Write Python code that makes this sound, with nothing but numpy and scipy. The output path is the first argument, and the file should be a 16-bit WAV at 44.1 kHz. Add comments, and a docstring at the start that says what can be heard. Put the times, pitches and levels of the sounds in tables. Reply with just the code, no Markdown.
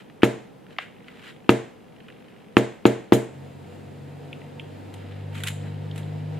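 """Five hard knocks on a workbench top in a small room: thump, crack, ringing modes and rattling loose tools.
A leather wallet is handled there: bursts of band noise make its snaps, flopping cover, pen taps and scratches;
swelling, grainy noise makes the rubbing strokes. A faint, even ticking of 50 short bursts a second runs through.
After the last knock a small motor runs up, as rising harmonics under a rush of air, while the pen works on.
Steady coloured noise is the still air, and dying bands of noise are the room."""
import sys
import numpy as np
from scipy import signal
from scipy.io import wavfile

SR = 44100
rng = np.random.default_rng(int(sys.argv[2]) if len(sys.argv) > 2 else 0)


def dump(signal):
    """Clip the signal to [-1, 1] and save it as 16-bit WAV at the path in sys.argv[1]."""
    limited = np.clip(np.atleast_2d(signal).T, -1, 1)
    pcm = np.round(limited * 32767).astype(np.int16)
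    wavfile.write(sys.argv[1], SR, pcm)


N = 281799
TIME = np.arange(N) / SR

# bright air spectrum shared by the rubbing and the motor: (frequency [Hz], relative density [dB per Hz])
HISS_SPECTRUM = [(4000, -16), (6000, -40), (7400, 8.5), (8200, 2), (10000, -1), (13000, 0), (15500, -15)]


def from_db(db):
    """Decibels to amplitude gain."""
    return 10 ** (np.asarray(db) / 20)


def rms_one(x):
    """Scale to unit power."""
    return x / np.sqrt(np.mean(x ** 2) + 1e-20)


def in_time(rows):
    """Draw each column of a breakpoint curve as straight lines over the whole scene."""
    times, *columns = np.transpose(rows)
    return [np.interp(TIME, times, column) for column in columns]


def at_hz(points, hz):
    """Read a curve at a frequency, straight on a logarithmic frequency axis."""
    curve_hz, values = np.array(points).T
    return np.interp(np.log(hz), np.log(curve_hz), values)


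def add(out, s, sound):
    """Mix a sound in at a given time in seconds."""
    start = round(s * SR)
    out[:, start:start + sound.shape[-1]] += sound[..., :N - start]


def band(x, low_hz, high_hz, order=2):
    """Causal Butterworth band-pass."""
    sos = signal.butter(order, [low_hz, high_hz], "band", fs=SR, output="sos")
    return signal.sosfilt(sos, x)


def drift(rate):
    """Random curve about zero: straight lines between unit-spread knots, rate knots per second."""
    knots = rng.standard_normal(2000)
    return np.interp(TIME * rate, np.arange(len(knots)), knots)


def noise_bands(size, span=(0, np.inf)):
    """Yield (centre Hz, stereo noise) by third octaves; shared and opposed parts set how alike the sides are."""
    # (frequency [Hz], left-right likeness [0 to 1])
    likeness = [(60, 0.53), (250, 0.32), (500, 0.17), (1000, 0.067), (2500, 0.96), (4500, 0.49),
                (12000, 0.05)]
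    white = rng.standard_normal((2, 2, size))
    edges = 32 * 2 ** (np.arange(28) / 3)
    for k, (low, high) in enumerate(zip(edges, edges[1:])):
        hz = np.sqrt(low * high)
        if span[0] <= hz <= span[1]:
            mid, side = band(white[k % 2], low, high)  # neighbouring bands draw on separate noise
            alike = np.clip(at_hz(likeness, hz), -1, 1)
            yield hz, np.sqrt((1 + alike) / 2) * mid + np.sqrt((1 - alike) / 2) * side * [[1], [-1]]


def coloured(spectrum):
    """Stereo noise shaped to a spectrum band by band, at unit rms."""
    bands = noise_bands(N, span=(spectrum[0][0], spectrum[-1][0]))
    return rms_one(sum(from_db(at_hz(spectrum, hz)) * noise for hz, noise in bands))


def burst(low_hz, high_hz, decay_s, width):
    """A brief crunch of dying contact noise; both sides together hold the energy of a decay from 1."""
    t = TIME[:SR // 8]
    dying = rng.standard_normal((2, len(t))) * np.exp(-t / decay_s)
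    mid, side = band(dying, low_hz, high_hz, order=3)
    stereo = mid + width * side * [[1], [-1]]
    return stereo * np.sqrt(decay_s * SR / 2 / np.sum(stereo ** 2))


def knocks(ring_delay_s=0.001332, echo_s=0.00882, echo_db=-11, rattle_delay_s=0.0097, scatter_db=-18, radiate_db=30):
    """Thump, reflection, crack, ring and tools landing again; returns the near sound and the room's feed."""
    # knocks: (time [s], thump [dB], crack [dB], edge [dB], ring [dB], rattle [dB], rattle decay [s])
    blows = [(0.2326, 1, -9, -9.5, -2.5, -30, 0.009), (1.4924, 0.5, -2.5, -10.5, -0.5, -32.5, 0.011),
             (2.5681, 0, -4.5, -18, -0.5, -33.5, 0.0085), (2.8540, 3.5, -7.5, -44, 0, -29.5, 0.0067),
             (3.1222, 3.5, -13.5, -17, 1, -26, 0.016)]
    # modes of the bench top: (frequency [Hz], relative level [dB], t60 [s])
    bench_modes = [(125, -17, .32), (196, -22, .2), (217, -18, .26), (246, -27, .25), (274, -16, .2),
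                   (312, -22, .2), (349, -15.5, .27), (386, -27, .25), (415, -29, .3), (452, -19.5, .34),
                   (490, -27, .3), (517, -30, .33), (554, -28, .27), (608, -26, .32), (657, -32, .25),
                   (683, -33, .28), (720, -34, .33), (800, -33, .3), (895, -36, .33)]
    # modes of the hard contact: (frequency [Hz], relative level [dB], t60 [s])
    crack_modes = [(640, -45, 0.017), (880, -28, 0.0023), (1233, 1, 0.012), (1746, -2.5, 0.011),
                   (2645, -6, 0.009), (3920, -10, 0.0033)]
    # modes of loose metal tools: (frequency [Hz], relative level [dB], t60 [s])
    tool_modes = [(2160, -4, .025), (3195, -7, .02), (3440, -9, .02), (4020, -9, .025), (6925, -8, .04),
                  (9785, -15, .03)]

    near, sent = np.zeros((2, 2, N))
    slap = band(signal.unit_impulse(SR // 20), 345, 1800)
    for s, thump_db, crack_db, edge_db, ring_db, rattle_db, rattle_s in blows:
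        push = from_db(thump_db) * thump(hz=308, swell_s=0.0021, right_lag_s=0.00028)
        add(near, s - .0003, push)
        add(near, s + echo_s, from_db(echo_db) * push)
        add(near, s, from_db(crack_db) * struck(crack_modes, vary_db=3.0, spread=0.038, polarity=-1.056))
        add(near, s, from_db(edge_db) * burst(1980, 3620, decay_s=0.0028, width=0.16))
        add(near, s, from_db(edge_db - 17.0) * burst(3500, 14000, decay_s=0.001, width=1.0))
        # the blow scatters through the top as a short dense clatter
        add(near, s + .003, from_db(scatter_db) * burst(800, 2610, decay_s=0.011, width=0.12))
        add(near, s + ring_delay_s, -from_db(ring_db) * struck(bench_modes, vary_db=0.53, spread=0.18))

        # the tools land again: contact noise, which also excites their metal
        chatter = from_db(rattle_db) * burst(2100, 13600, decay_s=rattle_s, width=0.54)
        metal = struck(tool_modes, vary_db=2.0, spread=.7)
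        add(near, s + rattle_delay_s, chatter)
        add(near, s + rattle_delay_s, from_db(-16.0) * signal.fftconvolve(chatter, metal, axes=1))

        # the whole top radiates into the room
        add(sent, s, push)
        add(sent, s, from_db(radiate_db + 0.18 * crack_db) * slap)
        add(sent, s + rattle_delay_s, chatter)
    return near, sent


def thump(hz, swell_s, right_lag_s):
    """The top gives under the blow in a few heavily damped swings; the air follows their slope."""
    t = np.maximum(TIME[:SR // 8] - np.array([[0], [right_lag_s]]), 0)
    swell = (t / swell_s) ** 2 * np.exp(2 - 2 * t / swell_s)
    swing = -swell * np.cos(2 * np.pi * hz * t)
    return np.gradient(swing, axis=1) * SR / (2 * np.pi * hz)


def struck(modes, vary_db, spread, polarity=1):
    """Decaying modes, weighted anew at every blow, unequal and slightly out of step at the two sides."""
    # where the modes lean: (frequency [Hz], left minus right [dB])
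    side_lean = [(125, -1.5), (250, -1.5), (350, 1), (480, 1.5), (650, 2), (950, -1), (3000, 1)]
    t, out, sides = TIME[:SR], 0, np.array([[1], [-1]])
    for k, (hz, db, t60) in enumerate(modes):
        skew = spread * rng.standard_normal() * sides  # phase [rad]
        height = from_db(db + vary_db * rng.standard_normal() + sides * at_hz(side_lean, hz) / 2)
        decay = np.exp(-np.log(1000) * t / t60)
        out = out + polarity ** k * height * decay * np.sin(2 * np.pi * hz * t + skew)
    return out


def flop(start_s=.7848, face_delay_s=.002):
    """The cover falls over: its edge snaps, then its face slaps and scuffs to rest."""
    out = np.zeros((2, N))
    face_s = start_s + face_delay_s
    add(out, start_s, snap(-15, hz=2340, octaves=0.93, decay_s=0.0025, treble_db=-37))
    add(out, face_s, from_db(-16) * burst(low_hz=520, high_hz=2200, decay_s=0.0023, width=.21))
    add(out, face_s, from_db(-34.5) * burst(low_hz=1440, high_hz=2670, decay_s=0.045, width=0.36))
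    return out


def clicks():
    """Dull snaps of folded and pressed leather, narrow pen taps on the edge, bright scratches of a catching tip."""
    # leather snaps: (time [s], level [dB], decay [s])
    leather_snaps = [(0.0989, -40.5, .0026), (0.2202, -28, 0.011), (.6662, -39.5, 0.0015),
                     (.707, -40, .0017), (.7645, -40, .0022), (1.0822, -35.5, .006), (2.083, -38.5, 0.0064),
                     (2.101, -38, 0.0034)]
    # pen taps: (time [s], level [dB], pitch [Hz])
    pen_taps = [(4.3288, -26, 2600), (4.4172, -38, 2200), (4.5962, -25, 2580), (5.9122, -33.5, 3270),
                (6.032, -41, 3430)]
    # pen scratches: (time [s], level [dB])
    pen_scratches = [(4.940, -38), (5.436, -22), (5.4718, -20.5), (5.483, -21), (5.9594, -40), (5.978, -35)]
    out = np.zeros((2, N))
    for s, db, decay_s in leather_snaps:
        add(out, s, snap(db, hz=1940, octaves=1.3, decay_s=decay_s, treble_db=-25))
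    for s, db, hz in pen_taps:
        add(out, s, snap(db, hz, octaves=0.53, decay_s=.0023, treble_db=-28))
    for s, db in pen_scratches:
        add(out, s, snap(db, hz=2370, octaves=1.29, decay_s=.0045, treble_db=-4.5))
    return out


def snap(db, hz, octaves, decay_s, treble_db):
    """A small contact: a woody noise body about its pitch and a share of bright edge."""
    ratio = 2 ** (octaves / 2)
    body = burst(hz / ratio, hz * ratio, decay_s, width=0.18)
    edge = burst(6150, 12100, decay_s, width=0.92)
    return from_db(db) * (body + from_db(treble_db) * edge)


def rubbing(grain_db=3.0, level_db=-4.0):
    """Strokes swell and fade; the grain of the leather catches and lets go many times in each."""
    # strokes: (middle [s], half length [s], body before the overall level [dB])
    strokes = [(0, 0.022, -49.5), (0.723, 0.025, -53.5), (0.821, .022, -42), (1.188, .11, -51),
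               (1.274, 0.033, -44), (2.235, 0.22, -59.5), (5.115, .12, -51.5), (5.381, 0.032, -39),
               (5.479, 0.028, -36.5), (5.67, 0.082, -51.5), (5.98, 0.026, -45)]
    # body of the rub: (frequency [Hz], relative density [dB per Hz])
    rub_spectrum = [(600, -22), (1200, 3), (1800, 5), (2900, 2.5), (4000, -4), (5800, -27)]
    pen_from_s = 3.4  # before this the hand rubs, afterwards the pen
    hand_hiss_db, pen_hiss_db = -18.5, -9  # hiss against body; the pen's holds for a quick stroke
    quick_stroke_s, dulling_db_per_octave = 0.025, 7  # slower strokes of the pen hiss less
    body, hiss = 0, 0
    for s, half_s, db in strokes:
        stroke = from_db(db) * np.exp(-.5 * np.abs((TIME - s) / half_s) ** 2.4)
        hiss_db = hand_hiss_db
        if s > pen_from_s:
            hiss_db = pen_hiss_db - dulling_db_per_octave * np.log2(half_s / quick_stroke_s)
        body = body + stroke
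        hiss = hiss + stroke * from_db(hiss_db)
    grain = from_db(grain_db * drift(rate=220) + level_db)
    return grain * (body * coloured(rub_spectrum) + hiss * coloured(HISS_SPECTRUM))


def motor(rumble_db=-53, flutter_db=1.0):
    """Orders 2 to 4 of the speed hum and climb ever more slowly, over rumble and an unsteady, growing rush of air."""
    # hum before the order weights: (time [s], second order [dB], third order [dB])
    hum_levels = [(3.4, -51, -42), (3.74, -50, -50.5), (4.06, -48, -40.5), (4.42, -53, -45),
                  (4.64, -47, -42.5), (4.84, -44, -55), (5.31, -34.5, -37), (5.79, -35, -35.5),
                  (6.3, -36.5, -31.5)]
    # rush of air: (frequency [Hz], relative density [dB per Hz])
    rush_spectrum = [(150, -8), (200, 3.5), (280, 1), (400, -7.5), (520, -6.5), (650, -6.5), (900, -18),
                     (1150, -19.5), (1900, -18.5), (2900, -24.5), (4200, -25.5), (5800, -42.5)]
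    start_s, rise_s = 3.28, 0.082
    start_hz, top_hz, spin_up_s = 45.3, 54.0, 3.05  # speed at the start, its limit, time constant
    rush_db, rush_db_per_s, air_hiss_db = -48, 1.7, -69.5

    age = np.maximum(TIME - start_s, 0)
    speed = top_hz - (top_hz - start_hz) * np.exp(-age / spin_up_s)
    angle = 2 * np.pi * np.cumsum(speed) / SR
    even_db, odd_db = in_time(hum_levels)
    # weights of orders 2, 3 and 4; the fourth follows the second
    order_levels = [even_db + 0.5, odd_db - 0.5, even_db - 16.5]
    hum = np.sqrt(2) * sum(from_db(db) * np.sin(k * angle) for k, db in enumerate(order_levels, 2))
    hum = hum * from_db([[.5], [-.5]])  # slightly to the left

    rush = from_db(rush_db + rush_db_per_s * age) * hollow(coloured(rush_spectrum))
    air = rush + from_db(air_hiss_db) * coloured(HISS_SPECTRUM)
    air = air * from_db(flutter_db * drift(rate=12))
    rumble = from_db(rumble_db) * rms_one(band(rng.standard_normal(N), 96, 184, order=3))
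    return np.minimum(age / rise_s, 1) * (hum + air + rumble)


def hollow(x):
    """Narrow resonances add to parts of a steady noise."""
    # resonances: (frequency [Hz], width [Hz], level [dB])
    resonances = [(485, 31, 7), (707, 12, 6.5), (803, 35, -3), (910, 18, 12.5), (2780, 200, -4)]
    out = x
    for hz, width, db in resonances:
        b, a = signal.iirpeak(hz, hz / width, fs=SR)
        out = out + from_db(db) * signal.lfilter(b, a, x)
    return out


def ticking(offbeat_db=-5, uneven_db=2):
    """Tiny noise ticks on a strict beat, strong and weak in turn, each a little uneven in level."""
    # strong ticks: (time [s], level [dB])
    tick_levels = [(0, -50), (.5, -59), (1.0, -48), (1.45, -47.5), (1.75, -54.5), (2.0, -45.5), (3.5, -55)]
    out = np.zeros((2, N))
    level_db = in_time(tick_levels)[0]
    for k, s in enumerate(np.arange(.0035, 6.36, .02)):  # one every 20 ms
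        db = level_db[round(s * SR)] + offbeat_db * (k % 2) + uneven_db * rng.standard_normal()
        add(out, s, from_db(db) * burst(1610, 3120, decay_s=0.0029, width=0.48))
    return out


def room(x, gap_s=0.00082):
    """Reverberation of a small room: noise that dies at its own rate in each band, fading in after a gap."""
    # colour: (frequency [Hz], reverberation level [dB])
    reverb_colour = [(60, -6), (200, -14), (400, -12), (650, -9.5), (1200, -17.5), (2500, -11.5),
                     (4000, -10), (5700, -13), (7200, -1.5), (9000, -4), (15000, -8.5)]
    # decay: (frequency [Hz], t60 [s])
    reverb_t60 = [(100, 0.61), (500, 0.43), (2500, 0.5), (7500, 0.46), (11000, 0.28), (15000, 0.24)]
    t, response = TIME[:SR], 0
    for hz, noise in noise_bands(SR):
        decay_s = at_hz(reverb_t60, hz) / np.log(1000)
        level = from_db(at_hz(reverb_colour, hz)) * np.sqrt(2 / (decay_s * SR))
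        response = response + level * noise * np.exp(-t / decay_s)
    response = response * np.clip(t / gap_s - 1, 0, 1)
    mono = x.mean(axis=0)[None]
    return signal.fftconvolve(mono, response, axes=1)[:, :N]


def still_air(level_db=-47.5):
    """The still air as steady coloured noise."""
    # background: (frequency [Hz], relative density [dB per Hz])
    floor_spectrum = [(18, -56), (30, -11), (64, -16.5), (124, -2), (215, 0.5), (404, -9), (499, 1),
                      (632, -23), (702, -10), (1130, -19.5), (2120, -25.5), (2980, -27.5), (5590, -38.5),
                      (14000, -40), (16000, -67)]
    return from_db(level_db) * coloured(floor_spectrum)


def scene():
    """Work on the bench, its room, the motor and the still air."""
    near, sent = knocks()
    handling = flop() + clicks() + rubbing() + ticking()
    return near + handling + room(sent + handling) + motor() + still_air()


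def record(dry, low_cut_hz=55, top_cut_hz=15850):
    """The knocks overload the input and are flattened; deep bass and the very top are cut."""
    flattened = dry / (1 + dry ** 8) ** (1 / 8)
    low_cut = signal.butter(1, low_cut_hz, "high", fs=SR, output="sos")
    top_cut = signal.ellip(10, .1, 80, top_cut_hz, fs=SR, output="sos")
    return signal.sosfilt(top_cut, signal.sosfilt(low_cut, flattened))


dry = scene()
out = record(dry)
dump(out)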